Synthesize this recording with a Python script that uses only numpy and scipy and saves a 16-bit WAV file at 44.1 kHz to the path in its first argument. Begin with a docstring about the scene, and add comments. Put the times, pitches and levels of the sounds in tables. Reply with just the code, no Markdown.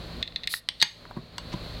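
"""A small room: a tall aluminium drink can is opened close by. The tab creaks, gas hisses out and the lid pops flat;
the score snaps and tears open, the tab is pushed back and the hands bump the can. Metal parts are sums of damped modes
with coloured cracks; gas, taps and skin are shaped noise. Hum, rumble and a thin hiss lie behind, low from about
0.24 s to 1.5 s."""
import sys
import numpy as np
from scipy import signal
from scipy.fft import rfft, irfft
from scipy.io import wavfile

SR = 44100
rng = np.random.default_rng(int(sys.argv[2]) if len(sys.argv) > 2 else 0)


def store_pcm(level_fs):
    """Save levels as 16-bit WAV."""
    pcm = np.round(np.clip(level_fs, -1, 1) * 32767).astype(np.int16)
    wavfile.write(sys.argv[1], SR, np.atleast_2d(pcm).T)


N = 79380
T = np.arange(N) / SR

# loose tab on the open lid, modes: (frequency [Hz], relative level [dB], t60 [s])
TAB_MODES = [(974, 0, 0.046), (1080, -4, 0.035), (1400, -5, 0.011), (1614, -7, 0.037), (2300, -9, 0.011),
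             (2830, -9.5, 0.039), (3580, -5, .018), (4100, -8, 0.022), (4450, -5, 0.018),
             (5070, -3.5, 0.021), (7770, -10, 0.02)]
# flap giving way: (time [s], lid level [dB], opened-can level [dB], crack gain [dB])
FLAP_SNAPS = [(0.8244, -10.5, -21, -11), (.8258, -10.5, -4.5, 8.5), (0.8282, -13, -12, 2)]
# tab falling back and bouncing: (time [s], ring level [dB], crack gain [dB])
TAB_FALLS = [(1.3819, -18.5, -10.5), (1.3834, -23, -17.5)]


def undb(db):
    """Decibels to gain."""
    return 10 ** (np.asarray(db) / 20)


def fade(t60_s):
    """Exponential decay from time zero, 60 dB down at t60_s."""
    return np.exp(-np.log(1000) * T / t60_s)


def at(x, start_s):
    """Delay a sound to start at start_s."""
    silence = np.zeros(int(round(start_s * SR)))
    return np.concatenate([silence, x])[:N]


def colour(x, points):
    """Minimum-phase filter through (Hz, dB) points, by folding the cepstrum."""
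    hz, db = np.array(points, float).T
    grid_hz = np.maximum(np.arange(N + 1) * SR / (2 * N), 1)
    grid_db = np.interp(np.log(grid_hz), np.log(hz), db)
    cepstrum = irfft(np.log(undb(grid_db)))
    cepstrum[1:N] *= 2
    cepstrum[N + 1:] = 0
    response = np.exp(rfft(cepstrum))
    return irfft(rfft(x, 2 * N) * response)[:N]


def noise(points):
    """Coloured noise of rms 1."""
    x = colour(rng.standard_normal(N), points)
    return x / x.std()


def ring(modes, pitch_ratio=1, rise_s=0.00016):
    """Damped modes struck at time zero, neighbours in opposite phase; peak 1."""
    x = 0
    for k, (hz, db, t60_s) in enumerate(modes):
        x = x + (-1) ** k * undb(db) * np.sin(2 * np.pi * hz * pitch_ratio * T) * fade(t60_s)
    x = x * (1 - np.exp(-T / rise_s))
    highpass = signal.butter(2, 0.65 * modes[0][0], "high", fs=SR, output="sos")
    x = signal.sosfilt(highpass, x)
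    return x / np.abs(x).max()


def crack(grit=0.19, grit_t60_s=0.0054):
    """A sharp release in the metal: coloured impulse with a few milliseconds of noisy grit."""
    # crack in the metal, colour: (frequency [Hz], gain [dB])
    crack_colour = [(300, -37), (1200, -7), (2000, 2.5), (5000, 4.5), (7000, -6), (10000, -12.5),
                    (13500, -16.5), (15300, -19)]
    impulse = T == 0
    return colour(impulse + grit * rng.standard_normal(N) * fade(grit_t60_s), crack_colour)


def background():
    """Hum partials, rumble and thin hiss; levels drop abruptly at 0.22 s and near 0.5 s, and are back by about 1.5 s."""
    # background level: (time [s], hum and rumble gain [dB], hiss gain [dB])
    level_curve = [(0, 1, -1), (0.218, 1.5, -1.5), (0.241, -8, -10.5), (.46, -7, -9), (.5, -15.5, -20),
                   (.62, -18, -18.5), (0.801, -13.5, -6.5), (.88, -20, -6.5), (1.02, -7, -8),
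                   (1.3, -7.5, -10), (1.5, 0.5, -2), (1.66, 2.5, 0.5), (1.8, 1.5, 0.5)]
    # hum partials: (frequency [Hz], rms ahead of the level curve [dB])
    hum_partials = [(59.2, -50), (108, -51), (164, -52), (237, -56.5)]
    # rumble spectrum: (frequency [Hz], relative density [dB per Hz])
    rumble_colour = [(13, -47), (22, -3.5), (54, 1), (81, -7), (156, -6), (374, -12.5), (412, -12),
                     (625, -10.5), (911, -21.5), (1030, -17), (2500, -25), (3250, -45), (5500, -120)]
    # hiss spectrum: (frequency [Hz], relative density [dB per Hz])
    hiss_colour = [(1500, -17.5), (2500, -8.5), (3500, -4), (4300, 3.5), (4800, -8.5), (5500, -18.5),
                   (7000, -22), (10000, -26.5), (15500, -29.5)]
    rumble_db, hiss_db = -43, -46  # rms ahead of the level curve
    time_s, low_db, high_db = np.array(level_curve).T
    hum = 0
    for hz, db in hum_partials:
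        hum = hum + undb(db) * np.sqrt(2) * np.sin(2 * np.pi * (hz * T + rng.random()))
    rumble = undb(rumble_db) * noise(list(rumble_colour) + [(8000, -49)])
    hiss = undb(hiss_db) * noise(hiss_colour)
    low_gain = undb(np.interp(T, time_s, low_db))
    high_gain = undb(np.interp(T, time_s, high_db))
    return low_gain * (hum + rumble) + high_gain * hiss


def struck_lid(pivot_hz=1000, focus_db=0, focus_octaves=0.31):
    """Lid modes, tilted by focus_db towards the pivot (negative: away from it; 0: untilted)."""
    # lid modes: (frequency [Hz], level ahead of the tilt [dB], t60 [s])
    lid_modes = [(1850, -7.5, 0.025), (2084, -6.5, 0.016), (2528, -12.5, 0.031), (2735, -7.5, 0.013),
                 (3390, -5.5, 0.013), (3580, -1, 0.019), (3970, -2, 0.019), (4235, -7.5, 0.035),
                 (4330, -5, 0.012), (4770, -12.5, 0.018), (5120, -14, 0.013), (6280, -21, 0.018),
                 (7970, -27, 0.013)]
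    tilted = []
    for hz, db, t60_s in lid_modes:
        distance = min(abs(np.log2(hz / pivot_hz)) / focus_octaves, 1)
        tilted.append((hz, db - focus_db * distance, t60_s))
    return ring(tilted)


def lid_ticks():
    """The sealed lid ticks under the tab: each small crack rings the lid with its own balance of modes."""
    # ticks: (time [s], ring level [dB], crack gain [dB], pivot of the tilt [Hz], tilt towards it [dB])
    ticks = [(0.2268, -12, -14.5, 3360, 7), (.2760, -23, -29, 3760, 8.5), (0.3224, -35.5, -45, 3500, 0),
             (.3600, -13.5, -18, 3850, 8), (0.4342, -22.5, -36, 3900, 3.5), (0.4399, -23, -33, 4000, 1),
             (0.4739, -12.5, -4, 4200, -1)]
    out = 0
    for s, ring_db, crack_db, pivot_hz, focus_db in ticks:
        tick = undb(ring_db) * struck_lid(pivot_hz, focus_db) + undb(crack_db) * crack()
        out = out + at(tick, s)
    return out


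def room(x):
    """Quick reflections from the table and hands, then the short tail of the room, as decaying noise."""
    # reflected sound, colour: (frequency [Hz], gain [dB])
    room_colour = [(150, 0.5), (700, -1.5), (1800, -2), (3200, 0), (4500, -5), (6500, -3), (9000, -5.5),
                   (15000, -15)]
    onset_s = 0.0048
    response = 0
    for t60_s, db in ((0.045, -14.5), (0.27, -12)):  # early, late; dB of energy ahead of the colour
        tail = rng.standard_normal(N) * fade(t60_s) * np.minimum(T / onset_s, 1) ** 2
        response = response + undb(db) * tail / np.sqrt(np.sum(tail ** 2))
    return signal.fftconvolve(x, colour(response, room_colour))[:N]


def gas(pop_s=.5388, pop_db=-15):
    """Gas noise swells through the first slit and runs out; the dome pops as the pressure drops."""
    # escaping gas, colour: (frequency [Hz], relative level [dB])
    gas_colour = [(800, -25), (1900, -22), (3000, -12.5), (4100, 5), (4900, -1), (5800, -11.5),
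                  (7200, -15.5), (8000, -8.5), (8900, -14), (10400, -0.5), (12300, -12.5), (14200, -7),
                  (15600, -18)]
    # lid's dome popping flat, modes: (frequency [Hz], relative level [dB], t60 [s])
    dome_modes = [(1000, -14, 0.0065), (1410, -8, 0.015), (1784, -2.5, 0.015), (1924, -0.5, 0.014),
                  (2740, -9, 0.0084), (3900, -3, 0.007)]
    start_s, rise_s, hold_s, fall_s, hold_db = 0.4875, 0.033, 0.016, 0.072, -33
    rise = np.clip((T - start_s) / rise_s, 0, 1)
    fall = np.clip(1 - (T - start_s - rise_s - hold_s) / fall_s, 0, 1) ** 1.22
    hiss = undb(hold_db) * rise * fall * noise(gas_colour)
    return hiss + at(undb(pop_db) * ring(dome_modes), pop_s)


def recoils():
    """The can recoils at the strongest snaps: low-weighted coloured impulses."""
    # recoils: (time [s], gain [dB])
    recoil_times = [(.5389, -9), (.6881, -5), (.8256, 3.5)]
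    # recoil colour: (frequency [Hz], gain [dB])
    thud_colour = [(30, -6), (180, -3), (500, -3), (1000, 3.5), (1700, -20), (4000, -52)]
    thud = colour(1. * (T == 0), thud_colour)
    return sum(at(undb(db) * thud, s) for s, db in recoil_times)


def tab_lift(lift_s=.688, ring_db=-9, crack_db=-12):
    """The lid, strained by the lifted tab, snaps once and rings."""
    # strained lid, modes: (frequency [Hz], relative level [dB], t60 [s])
    strained_modes = [(1990, -9, 0.0084), (3080, -9, .016), (3400, -9.5, .017), (3930, -3, .008),
                      (4666, -12, .018), (5490, -12, .008), (6400, -26, .006), (8500, -11, .004)]
    return at(undb(ring_db) * ring(strained_modes) + undb(crack_db) * crack(), lift_s)


def ring_and_crack(events, part):
    """One ringing part excited at each (s, ring dB, crack dB), each time with a fresh crack."""
    return sum(at(undb(ring_db) * part + undb(crack_db) * crack(), s) for s, ring_db, crack_db in events)


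def score_tears():
    """The score tears in jerks, each ringing the heavily damped flap."""
    # jerks of the tear: (time [s], ring level [dB], crack gain [dB])
    jerks = [(.7997, -26, -38), (.8027, -21, -22), (.8041, -21, -27), (.8103, -21, -33), (.8156, -5, -7),
             (.8177, -16, -25), (.8190, -10, -21), (.8219, -16, -31)]
    # tearing flap, modes: (frequency [Hz], relative level [dB], t60 [s])
    flap_modes = [(1950, -17, 0.017), (2850, -19, 0.011), (3850, 0, .01), (4380, -1, 0.0087),
                  (5550, -27, 0.0079), (7920, -25, .018)]
    return ring_and_crack(jerks, ring(flap_modes))


def flap_snaps():
    """The flap gives way: cracks ring the lid, the opened can and the air in it."""
    # opened can and its air, modes: (frequency [Hz], relative level [dB], t60 [s])
    open_can_modes = [(880, -11, 0.019), (1057, -6, 0.0096), (1660, -9, 0.022), (1867, -1, 0.03),
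                      (2480, -15.5, 0.0094), (2830, -13.5, 0.019), (4683, 3.5, 0.023), (5350, -11.5, 0.021),
                      (6393, -9, 0.031)]
    metal, hollow = struck_lid(), ring(open_can_modes)
    out = 0
    for s, lid_db, can_db, crack_db in FLAP_SNAPS:
        snap = undb(lid_db) * metal + undb(can_db) * hollow + undb(crack_db) * crack()
        out = out + at(snap, s)
    return out


def shimmer(tab_db=-14):
    """Long modes of the freed lid ring faintly after the flap gives way, and again under the falling tab."""
    # freed lid, modes: (frequency [Hz], level at the flap's snap [dB], t60 [s])
    long_modes = [(963, -44.5, 0.19), (1428, -43.5, 0.18), (2950, -39, .25), (3600, -37, .18),
                  (4480, -36.5, 0.23), (4580, -41, .18), (6360, -46, .22), (6440, -58, 0.48),
                  (7950, -52, 0.27)]
    after = sum(undb(db) * np.sin(2 * np.pi * hz * T) * fade(t60_s) for hz, db, t60_s in long_modes)
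    return at(after, FLAP_SNAPS[1][0]) + undb(tab_db) * at(after, TAB_FALLS[0][0])


def bumps(push_s=0.00099):
    """Hands and flap jolt the full can: a soft exponential push smooths its low modes."""
    # jolts: (time [s], peak level [dB], pitch ratio [1])
    jolts = [(0.8261, -37, 1.0), (1.1664, -23.5, 1.08), (1.184, -30.5, 1.145), (1.537, -20.5, 0.985)]
    # full can held on the table, modes: (frequency at pitch ratio 1 [Hz], relative level [dB], t60 [s])
    body_modes = [(129, -3, 0.077), (195.2, -2, 0.1), (327.3, -5.5, 0.064), (562, -10.5, 0.038),
                  (1022, -5, 0.068), (1707, -9.5, 0.076)]
    push = np.exp(-T / push_s)
    out = 0
    for s, db, pitch_ratio in jolts:
        bump = signal.fftconvolve(ring(body_modes, pitch_ratio), push)[:N]
        out = out - at(undb(db) * bump / np.abs(bump).max(), s)
    return out


def finger_taps(t60_s=.012, ring_db=-5, top_hz=2500):
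    """Fingers tap the rim with brief noise and shake the loose tab, softly ringing only modes below top_hz."""
    # taps: (time [s], level [dB], peak of the noise colour [Hz])
    taps = [(1.0535, -37, 1500), (1.1097, -31, 806), (1.164, -38, 800), (1.172, -32, 550),
            (1.5386, -32, 920)]
    shaken_tab = undb(ring_db) * ring([mode for mode in TAB_MODES if mode[0] < top_hz])
    out = 0
    for s, db, hz in taps:
        skin = noise([(hz / 8, -12), (hz / 2, -4), (hz, 0), (hz * 1.22, -4), (hz * 3, -22), (hz * 8, -40)])
        out = out + at(undb(db) * (skin * fade(t60_s) + shaken_tab), s)
    return out


def tab_falls():
    """The loose tab falls back on the open lid and bounces, ringing with a crack at each hit."""
    return ring_and_crack(TAB_FALLS, ring(TAB_MODES))


def skin_rub():
    """Skin slides on the can: coloured noise under a short bell-shaped swell."""
    # slides: (time of the middle [s], half-width to 1/e [s], level at the middle [dB])
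    rubs = [(1.532, 0.013, -39)]
    out = 0
    for s, width_s, db in rubs:
        swell = np.exp(-((T - s) / width_s) ** 2)
        skin = noise([(300, 1), (1100, 1), (4200, 0.5), (6000, -10.5), (14000, -33)])
        out = out + undb(db) * swell * skin
    return out


def scene(gas_room_db=-4):
    """The can in the room, over the background; the jet of gas points at the microphone and sounds drier."""
    lid = lid_ticks() + recoils() + tab_lift() + score_tears() + flap_snaps() + tab_falls()
    hands = bumps() + finger_taps() + skin_rub()
    can, jet = lid + hands, gas()
    reflected = room(can + undb(gas_room_db) * jet)
    return (can + jet + reflected + shimmer() + background())[None]


def record(dry, ceiling=.8, top_hz=15900):
    """The recorder rounds the loudest peaks and cuts the top."""
    rounded = dry / (1 + (dry / ceiling) ** 4) ** (1 / 4)
    lowpass = signal.ellip(8, .2, 70, top_hz, fs=SR, output="sos")
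    return signal.sosfilt(lowpass, rounded)


dry = scene()
out = record(dry)
store_pcm(out)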